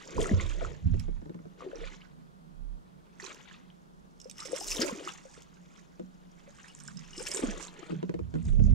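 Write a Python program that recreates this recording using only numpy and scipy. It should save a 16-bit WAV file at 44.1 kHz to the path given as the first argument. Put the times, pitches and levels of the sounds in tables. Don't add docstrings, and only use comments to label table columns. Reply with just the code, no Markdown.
import sys
import numpy as np
from scipy import signal
from scipy.fft import rfft, irfft, next_fast_len
from scipy.io import wavfile
from scipy.ndimage import map_coordinates

SR = 44100
rng = np.random.default_rng(int(sys.argv[2]) if len(sys.argv) > 2 else 0)


def wrap_up_sound(samples):
    columns = np.atleast_2d(samples).T
    tamed = np.clip(columns, -1, 1)
    steps = np.round(tamed * 32767).astype(np.int16)
    wavfile.write(sys.argv[1], SR, steps)


N = 385434


def amp(db):
    return 10 ** (np.asarray(db) / 20)


def unit(x):
    return x / np.sqrt(np.mean(x ** 2) + 1e-20)


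def along(points, hz):
    f, *cols = np.transpose(points)
    return [np.interp(np.log(hz + 1), np.log(f + 1), c) for c in cols]


def wobble(rate):
    return map_coordinates(rng.standard_normal(int(N * rate / SR) + 4), [np.arange(N) * rate / SR])


def filtered(x, response):
    m = next_fast_len(N + SR // 2)
    x = np.concatenate([x, x[..., :-SR // 4:-1]], axis=-1)
    return irfft(rfft(x, m) * response(np.fft.rfftfreq(m, 1 / SR)), m)[..., :N]


def coloured(x, spectrum):
    lowest, highest = spectrum[0][0], spectrum[-1][0]

    def response(hz):
        octaves_beyond = np.abs(np.log2((hz + 1) / np.clip(hz + 1, lowest, highest)))
        return amp(along(spectrum, hz)[0] - 60 * octaves_beyond)
    return unit(filtered(x, response))


def ports(x, table):
    def pair(hz):
        db, lead = along(table, hz)
        left = amp(db / 2) * np.exp(.5j * lead)
        return 2 * np.array([left, 1 / left]) / np.abs(left + 1 / left)
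    return filtered(x, pair)


def swells(s, build_s, db, fall, held_s=0):
    t = np.arange(0, N / SR + .002, .002)
    late = t - np.reshape(s, (-1, 1))
    rising = 30 * late / np.reshape(build_s, (-1, 1))
    falling = -fall * np.maximum(late - np.reshape(held_s, (-1, 1)), 0)
    power = amp(db) ** 2 @ amp(2 * np.minimum(rising, falling))
    return np.interp(np.arange(N) / SR, t, np.sqrt(power))


def bubbles(s, gain, hz, t60, rise, onset, size):
    t = np.arange(size) / SR
    hz, t60, rise, onset = (np.reshape(v, (-1, 1)) for v in (hz, t60, rise, onset))
    wave = np.sin(2 * np.pi * hz * t * (1 + rise * t / t60))
    wave = wave * amp(-60 * t / t60) * (1 - np.exp(-t / onset))
    wave *= np.reshape(gain, (-1, 1)) / np.abs(wave).max(axis=1, keepdims=True)
    at = np.round(np.reshape(s, (-1, 1)) * SR).astype(int) + np.arange(size)
    return np.bincount(at.ravel(), wave.ravel(), N + size)[:N]


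def swarm(count, lo_hz, hi_hz, cycles, scatter_db, size):
    when, pitch, luck = rng.random((count, 3)).T
    hz = lo_hz * (hi_hz / lo_hz) ** pitch
    gain = amp(-scatter_db * np.log(1 - .92 * luck))
    return unit(bubbles(when * N / SR, gain, hz, cycles / hz, 0.35, 0.52 / hz, size))


def strikes(events, modes, ring_db, onset, crack_db, crack_t60, crack_colour,
            detune, rough_db, spread_db, uneven_db):
    out, t = np.zeros(N + SR), np.arange(SR // 5) / SR
    grit = np.pad(coloured(rng.standard_normal(N), crack_colour), (0, SR), "wrap")
    flutter = np.pad(amp(rough_db * wobble(150)), (0, SR), "wrap")
    octaves = np.log2(np.fft.rfftfreq(len(t), 1 / SR) + 1)
    for s, ring, crack in zip(events, ring_db, crack_db):
        start = round(s * SR)
        at = slice(start, start + len(t))
        luck = rng.standard_normal((len(modes), 2))
        tone = np.zeros(len(t))
        for (hz, db, t60), (louder, sharper) in zip(modes, luck):
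            fading = amp(db + spread_db * louder - 60 * t / t60)
            tone += fading * np.sin(2 * np.pi * hz * (1 + detune * sharper) * t)
        tone *= flutter[at] * (1 - np.exp(-t / onset))
        colour = amp(uneven_db * np.sin(2 * np.pi * (octaves + rng.random())))
        snap = irfft(rfft(grit[at]) * colour, len(t)) * flutter[at]
        snap *= amp(-60 * t / crack_t60) * (1 - np.exp(-t / 0.00057))
        out[at] += amp(ring) * tone / np.abs(tone).max() + amp(crack) * snap / np.abs(snap).max()
    return out[:N]


def wavering(modes, drift, rate):
    total = np.zeros(N)
    for hz, db in modes:
        strength = amp(db + 2.6 * wobble(rate))
        cycles = np.cumsum(hz * (1 + drift * wobble(rate))) / SR
        total += strength * np.sin(2 * np.pi * cycles)
    return unit(total)


# (frequency [Hz], relative level [dB])
AIR_COLOUR = [(29, -40), (50, -6), (108, -18), (183, -5.5), (566, -16.5), (1140, -23.5), (2390, -33),
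              (3270, -30.5), (9860, -40), (15600, -47.5)]
# (frequency [Hz], likeness [-1 to 1])
AIR_LIKENESS = [(60, -.3), (300, -0.27), (1400, -0.87), (3100, 0.19), (7000, 0.02)]
AIR_DB = -64.5


def air():
    def response(hz):
        turn = np.arccos(np.clip(along(AIR_LIKENESS, hz)[0], -1, 1)) / 2
        return amp(along(AIR_COLOUR, hz)[0]) * [np.ones_like(hz), np.tan(turn)]
    mid, side = filtered(rng.standard_normal((2, N)), response)
    return amp(AIR_DB) * np.array([mid + side, mid - side]) / np.std(mid)


def hull_echo(x):
    hop, t = SR // 10, np.arange(SR // 10) / SR
    out, x = np.zeros((2, N + 4 * hop)), np.pad(x, ((0, 0), (0, 2 * hop)))
    for start in range(0, N, hop):
        tail = rng.standard_normal((2, len(t))) * amp(-60 * t / 0.096)
        tail /= np.linalg.norm(tail[0])
        piece = x[:, start:start + 2 * hop] * np.sqrt(np.hanning(2 * hop))
        out[:, start:start + 3 * hop - 1] += signal.fftconvolve(piece, tail, axes=1)
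    return out[:, :N]


# (frequency [Hz], level [dB])
HUM_TONES = [(60, -72), (179.7, -62)]


def hum():
    t = np.arange(N) / SR
    total = np.zeros(N)
    for hz, db in HUM_TONES:
        strength = amp(db + 0.2 * wobble(5.4))
        total += strength * np.sin(2 * np.pi * (hz * t + 0.022 * wobble(4.3)))
    return total


# (peak time [s], build-up [s], held [s], level [dB])
HULL_ROCKS = [(0.19, 0.035, 0.035, -37.5), (0.33, .1, .02, -45), (0.48, 0.18, 0.17, -37),
              (0.91, 0.062, 0.055, -33), (1.06, 0.08, 0.089, -36), (1.809, .11, 0.062, -45.5),
              (2.619, 0.14, 0.13, -43.5), (4.72, 0.12, 0.084, -43.5), (7.061, 0.13, 0.2, -60.5),
              (7.471, 0.081, 0.089, -45.5), (8.51, 0.063, 0.31, -26)]
SWAY_HZ = 33.7
SWAY_FALL, SWAY_REST_DB = 215, -72.5


def hull_sway():
    s, build_s, held_s, db = np.transpose(HULL_ROCKS)
    rock = swells(s, build_s, db, SWAY_FALL, held_s) + amp(SWAY_REST_DB)
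    cycles = np.cumsum(SWAY_HZ * (1 + 0.0401 * wobble(7.7))) / SR
    return rock * np.sqrt(2) * np.sin(2 * np.pi * cycles)


# (peak time [s], build-up [s], boom level [dB], drum level [dB])
DECK_SWELLS = [(0.18, 0.065, -37.5, -38.5), (0.333, 0.031, -23.5, -38), (0.66, 0.096, -40.5, -50),
               (0.859, 0.047, -28.5, -32), (0.93, 0.091, -29.5, -41.5), (1.19, 0.48, -49.5, -57.5),
               (2.19, 0.22, -81, -55.5), (2.55, 0.15, -73, -55), (6.97, 0.24, -80, -51.5),
               (7.93, 0.044, -55, -39), (8.237, 0.13, -36, -46), (8.351, 0.02, -45, -36.5),
               (8.47, 0.082, -27.5, -39.5), (8.599, 0.051, -23.5, -28.5), (8.74, 0.28, -21.5, -31)]
# (frequency [Hz], relative level [dB])
HULL_MODES = [(66, 9), (83, 6), (100, 5), (118, 2)]
# (frequency [Hz], relative level [dB])
BOARD_MODES = [(140, -2.5), (160, 5), (188, 3), (230, -3)]
BOOM_FALL, DRUM_FALL = 153, 120
BOOM_REST_DB, DRUM_REST_DB = -80, -64.5


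def deck_boom():
    s, build_s, boom_db, drum_db = np.transpose(DECK_SWELLS)
    boom = swells(s, build_s, boom_db, BOOM_FALL) + amp(BOOM_REST_DB)
    drum = swells(s, build_s, drum_db, DRUM_FALL) + amp(DRUM_REST_DB)
    return boom * wavering(HULL_MODES, .06, 13) + drum * wavering(BOARD_MODES, 0.05996, 18)


# (time [s], level [dB])
JOINT_SLIPS = [(0.941, -35.5), (1.082, -40), (1.216, -43.5), (1.257, -42), (1.295, -40), (1.344, -40),
               (1.39, -43), (1.455, -44.5), (5.996, -36.5), (7.895, -39), (7.919, -33.5), (8.028, -29),
               (8.093, -29), (8.141, -30.5), (8.191, -33.5), (8.34, -34), (8.354, -30.5), (8.595, -33.5)]
# (frequency [Hz], relative level [dB], time to fall 60 dB [s])
PANEL_MODES = [(176.2, -3, 0.24), (250, -4.5, 0.1), (327, 6, 0.044), (441, -4, 0.053), (551, -9.5, 0.043)]


def deck_creaks():
    s, db = np.transpose(JOINT_SLIPS)
    tick_colour = [(300, 17.0), (700, 16.5), (1600, 13.5), (4000, 2), (8000, -6)]  # (Hz, dB)
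    return strikes(s, PANEL_MODES, db + 0.42, 0.0062, db - 11, 0.016, tick_colour,
                   detune=0.05, rough_db=2.9, spread_db=0.5, uneven_db=0.5)


# (time [s], level [dB], ring against that level [dB])
CONTACTS = [(0.996, -37, -16), (3.345, -39, -25), (3.414, -45.5, -25), (4.2007, -36, -12),
            (4.215, -39, -4.5), (4.244, -47.5, -1.5), (4.2973, -30, -18), (4.312, -30, -26),
            (4.382, -31.5, -9), (4.403, -28, -8.5), (4.454, -27, -22), (4.562, -23.5, -6),
            (4.568, -29.5, -18), (4.608, -33, -2), (4.625, -40, 2), (4.643, -23, -20), (4.683, -22.5, -15),
            (4.715, -21, -22), (4.8197, -15.5, -13), (5.082, -35, -23), (5.421, -34.5, -22),
            (6.682, -39, -12), (6.789, -43, -15), (6.801, -35, -13), (6.8779, -29, -10),
            (6.971, -42.5, 0.5), (6.992, -42, -2.5), (7.0507, -59, 3), (7.133, -43, -2), (7.1645, -38, -7),
            (7.179, -34, 0.5), (7.253, -49, 9), (7.3143, -26.5, -1.5), (7.268, -22, -9), (7.37, -20, -12.5)]
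# (time [s], peak level [dB])
SOFT_TAPS = [(6.7001, -49), (7.1313, -44.5), (7.1582, -47)]
# (frequency [Hz], relative level [dB], time to fall 60 dB [s])
LURE_MODES = [(2904, -15, 0.042), (5305, 1.5, 0.035), (5470, 0, 0.027), (6080, -2.5, 0.022)]
# (frequency [Hz], relative level [dB])
CLICK_COLOUR = [(2500, -2.5), (5000, -2), (7500, 3), (10000, -13.5), (13500, -20), (15500, -31.5)]


def lure_ticks():
    s, db, ring_db = np.transpose(CONTACTS)
    ticks = strikes(s, LURE_MODES, db + ring_db + 1.0, 0.00032, db - 7.0, 0.014, CLICK_COLOUR,
                    detune=0.012, rough_db=3.5, spread_db=1, uneven_db=7)
    s, db = np.transpose(SOFT_TAPS)
    lowest_hz, _, t60 = LURE_MODES[0]
    return ticks + bubbles(s, amp(db), np.full_like(s, lowest_hz), t60, 0, 0.00037, size=4000)


# (peak time [s], build-up [s], level [dB])
LURE_SHAKES = [(4.47, 0.2, -46), (4.56, 0.13, -48), (4.72, 0.21, -36), (7.1, 0.46, -67),
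               (7.2, 0.095, -48.5)]
JINGLE_FALL = 330


def lure_jingle():
    taps = (rng.random(N) < 320 / SR) * rng.standard_normal(N)
    t = np.arange(SR // 5) / SR
    body = sum(amp(db - 60 * t / t60) * np.sin(2 * np.pi * hz * t) for hz, db, t60 in LURE_MODES)
    click = coloured(rng.standard_normal(N), CLICK_COLOUR)[:len(t)]
    body += 0.6 * amp(-60 * t / 0.019) * click
    jingle = unit(signal.fftconvolve(taps, body)[:N])
    return swells(*np.transpose(LURE_SHAKES), JINGLE_FALL) * jingle


# (time [s], peak level [dB], frequency [Hz])
DROPS_AND_CLICKS = [(0.181, -29, 960), (0.2158, -27.5, 3330), (0.2436, -33.5, 1840), (0.2572, -31, 1275),
                    (0.293, -31.5, 1820), (0.3986, -29.5, 1980), (0.4645, -39, 3580), (0.649, -34, 1270),
                    (1.595, -66, 2400), (1.606, -43, 1130), (1.622, -42, 1080), (1.716, -48.5, 1490),
                    (1.757, -40, 5500), (1.923, -44.5, 1980), (2.018, -44, 2770), (3.225, -38, 4250),
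                    (3.243, -33, 6500), (3.263, -34.5, 3900), (3.541, -47, 3430), (7.488, -38, 1450),
                    (7.682, -39, 3820), (3.305, -42.5, 2180), (3.199, -36.5, 1820), (3.487, -46.5, 3270),
                    (3.512, -47, 1660), (3.702, -49, 3030), (4.72, -29, 2500), (4.768, -28.5, 3600),
                    (4.814, -23, 4960), (4.8178, -16.5, 4770), (4.829, -24.5, 4600), (4.895, -32.5, 980),
                    (5.075, -31, 1166), (6.644, -44, 1670), (6.8837, -38.5, 1470), (7.271, -32, 2680),
                    (6.601, -50, 6800), (6.75, -36.5, 7000), (6.837, -40.5, 8200), (7.347, -20, 7000),
                    (7.472, -33, 6450), (7.627, -29.5, 7160), (7.651, -34.5, 6740), (7.671, -36, 6900)]


def drops_and_clicks():
    s, db, hz = np.transpose(DROPS_AND_CLICKS)
    return bubbles(s, amp(db), hz, 0.5 / np.sqrt(hz), 0.12, 0.87 / hz, size=1800)


# (time [s], peak level [dB], starting frequency [Hz],
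# half the pitch change over the 60 dB fall [share of the start])
AIR_POCKETS = [(0.187, -23, 340, 1), (0.224, -27, 456, -0.084), (0.313, -18, 246, -0.57),
               (1.62, -44.5, 481, 0.14), (1.663, -32, 370, -0.01), (1.731, -38.5, 533, 0.088),
               (1.755, -40.5, 450, 0.072), (1.785, -43, 334, -0.024), (1.814, -37.5, 440, 0.19),
               (1.836, -41, 500, 0.22), (3.228, -45.5, 353, 0.42), (4.257, -40.5, 474, 0.27),
               (4.421, -45, 1260, 0.17), (4.454, -40.5, 500, 0.18), (4.531, -25, 488, 0.26),
               (4.612, -39.5, 757, 0.23), (4.792, -27.5, 231, 0.18), (4.812, -33.5, 534, 0.05),
               (4.83, -23, 335, 0.16), (4.845, -30.5, 575, 0.01), (4.883, -31.5, 560, -0.016),
               (4.912, -35, 528, -.3), (4.925, -32, 218, 0.093), (4.95, -39, 368, -0.038),
               (4.975, -39, 316, 0.01), (5.008, -44, 474, 0.15), (5.063, -41, 366, -0.13),
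               (5.253, -45.5, 532, -0.0025), (5.376, -48, 467, 0.054), (6.476, -49, 526, 0.21),
               (7.179, -39, 307, 0.62), (7.204, -37.5, 447, 0.39), (7.363, -32, 460, -0.074),
               (7.436, -22, 280, -0.27), (7.483, -27.5, 241, -0.27), (7.79, -44, 400, -0.15)]


def gulps():
    s, db, hz, glide = np.transpose(AIR_POCKETS)
    return bubbles(s, amp(db), hz, 0.068, glide, 0.54 / hz, size=6000)


# (peak time [s], build-up
# [s], level [dB])
HEAVES_AND_RUMBLE = [(0.21, 0.24, -38.5), (0.33, 0.22, -36.5), (0.63, 0.27, -43.5), (1.66, 0.088, -45),
                     (1.829, 0.43, -50), (3.249, 0.036, -51.5), (4.53, 0.15, -46), (4.83, 0.25, -37),
                     (5.0, 0.22, -48.5), (7.2, 0.068, -54.5), (7.43, 0.25, -39), (7.56, 0.5, -48.5),
                     (7.91, 0.8, -55), (8.68, 0.44, -47.5)]
# (frequency [Hz], relative level [dB])
SLOSH_COLOUR = [(260, 0.5), (700, -3.5)]
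SLOSH_FALL = 139


def slosh():
    low = swarm(count=2500, lo_hz=274.0, hi_hz=630, cycles=9.3, scatter_db=4.0, size=1500)
    low = coloured(low + 0.19 * rng.standard_normal(N), SLOSH_COLOUR)
    return swells(*np.transpose(HEAVES_AND_RUMBLE), SLOSH_FALL) * low


def burst(s, build_s, db, fall):
    return swells(s, build_s, db, fall) + swells(s, build_s, db - 25, 16.4)


# (peak time [s],
# build-up [s], froth level [dB], spray level [dB], finer spray against the spray [dB])
FLICKS_AND_RUSTLES = [(0.0, .1, -54, -70, -1), (0.212, 0.096, -50, -47.5, -3), (0.32, 1, -50, -53, -22),
                      (0.41, 0.094, -47.5, -53, -14), (0.51, 0.18, -52.5, -53, -14),
                      (0.65, 0.28, -53.5, -57.5, -15.5), (1.01, 0.32, -62.5, -69.5, -14),
                      (1.6, 0.029, -59, -65.5, -14), (1.853, 0.32, -52, -63.5, -11.5),
                      (1.94, 0.19, -59.5, -63, -26), (3.202, 0.013, -57, -55, -17),
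                      (3.28, 0.12, -52.5, -53.5, -13), (3.532, 0.74, -59.5, -74, -12),
                      (4.401, 0.079, -55.5, -63, -2), (4.52, 0.23, -53, -67, 9),
                      (4.58, 0.087, -55, -48.5, -1), (4.71, 0.17, -51.5, -38.5, -8.5),
                      (4.81, 0.21, -41, -43, -10), (4.89, 0.56, -49.5, -50, -9),
                      (5.077, 0.23, -50, -51.5, -10), (5.391, 1, -64.5, -70, -1.5),
                      (5.78, 0.23, -65, -69, -9.5), (6.69, 0.73, -60.5, -66.5, -9),
                      (6.888, 0.47, -62, -64.5, 0), (7.17, 0.028, -72, -57.5, 3.5),
                      (7.272, 0.09, -45.5, -47, -4), (7.371, 0.25, -48.5, -50, 7.5),
                      (7.51, 1, -48.5, -53.5, -26), (7.62, 0.23, -51.5, -51, -9), (7.9, 0.98, -59, -73, -3),
                      (8.35, 0.063, -65.5, -100, 1), (8.484, 0.22, -63.5, -64, -3),
                      (8.647, 0.12, -64, -63, -18)]
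# (frequency [Hz], relative level [dB])
FROTH_COLOUR = [(750, -4), (1300, 0), (2200, 4), (3500, 4), (4600, -2)]
FROTH_FALL = 121


def froth():
    s, build_s, froth_db, _, _ = np.transpose(FLICKS_AND_RUSTLES)
    foam = swarm(count=4500, lo_hz=733, hi_hz=4660, cycles=28.5, scatter_db=3.5, size=800)
    foam = coloured(foam + 1.37 * rng.standard_normal(N), FROTH_COLOUR)
    clumped = unit(foam * amp(2.54 * wobble(70)))
    return burst(s, build_s, froth_db, FROTH_FALL) * clumped


# (frequency [Hz], relative level [dB])
SPRAY_COLOUR = [(4400, -3), (5500, 4.5), (7200, 6.5), (8500, -23.5)]
FINER_COLOUR = [(6500, -4), (8300, 12), (10500, -8.5)]
MIST_COLOUR = [(9500, -1), (15000, -3)]
SPRAY_FALL = 192


def spray():
    s, build_s, spray_db, finer_db = np.transpose(FLICKS_AND_RUSTLES)[[0, 1, 3, 4]]
    fizz = swarm(count=6000, lo_hz=4076, hi_hz=14900, cycles=32.0, scatter_db=5.5, size=250)
    fizz += 1.12 * rng.standard_normal(N)
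    mist_db = 2 * spray_db + 25.5
    fine = burst(s, build_s, spray_db, SPRAY_FALL) * coloured(fizz, SPRAY_COLOUR)
    fine += swells(s, build_s, spray_db + finer_db, SPRAY_FALL) * coloured(fizz, FINER_COLOUR)
    fine += swells(s, build_s, mist_db, 0.65 * SPRAY_FALL) * coloured(fizz, MIST_COLOUR)
    return unit(amp(3.26 * wobble(140))) * fine


# (frequency [Hz], left against right [dB], left phase lead [rad])
WATER_STEREO = [(308, 0, 0.16), (650, 5, 1.8), (1500, -2, 1.72), (3260, 1.5, 0.22), (5370, -3.5, 0.17),
                (8700, -4, 1.3), (13000, -1, 1.2)]
BOAT_STEREO = [(32.8, -12.5, 2.37), (65.4, -4, 0.9), (133, -10, 1.44), (252, 3.5, 2), (402, 3.5, 2.54),
               (1400, -6.5, 2.6), (4000, -10, 1.4)]


def scene():
    swing_db, spread_db = 4 * wobble(12), 2.64 * wobble(40)
    churn = ports(slosh() + froth() + spray(), WATER_STEREO) * amp([spread_db, -spread_db])
    plops = ports(gulps() + drops_and_clicks(), WATER_STEREO)
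    lure = ports(lure_ticks() + lure_jingle(), WATER_STEREO) * amp([swing_db, -swing_db])
    boat = ports(hull_sway() + deck_boom() + deck_creaks() + hum(), BOAT_STEREO)
    near = churn + plops + lure + boat
    return near + hull_echo(amp(-7.5) * near) + air()


def record(dry):
    fade = np.clip((N - np.arange(N)) / (.006 * SR), 0, 1)
    return filtered(dry * fade, lambda hz: hz < 15750)


dry = scene()
out = record(dry)
wrap_up_sound(out)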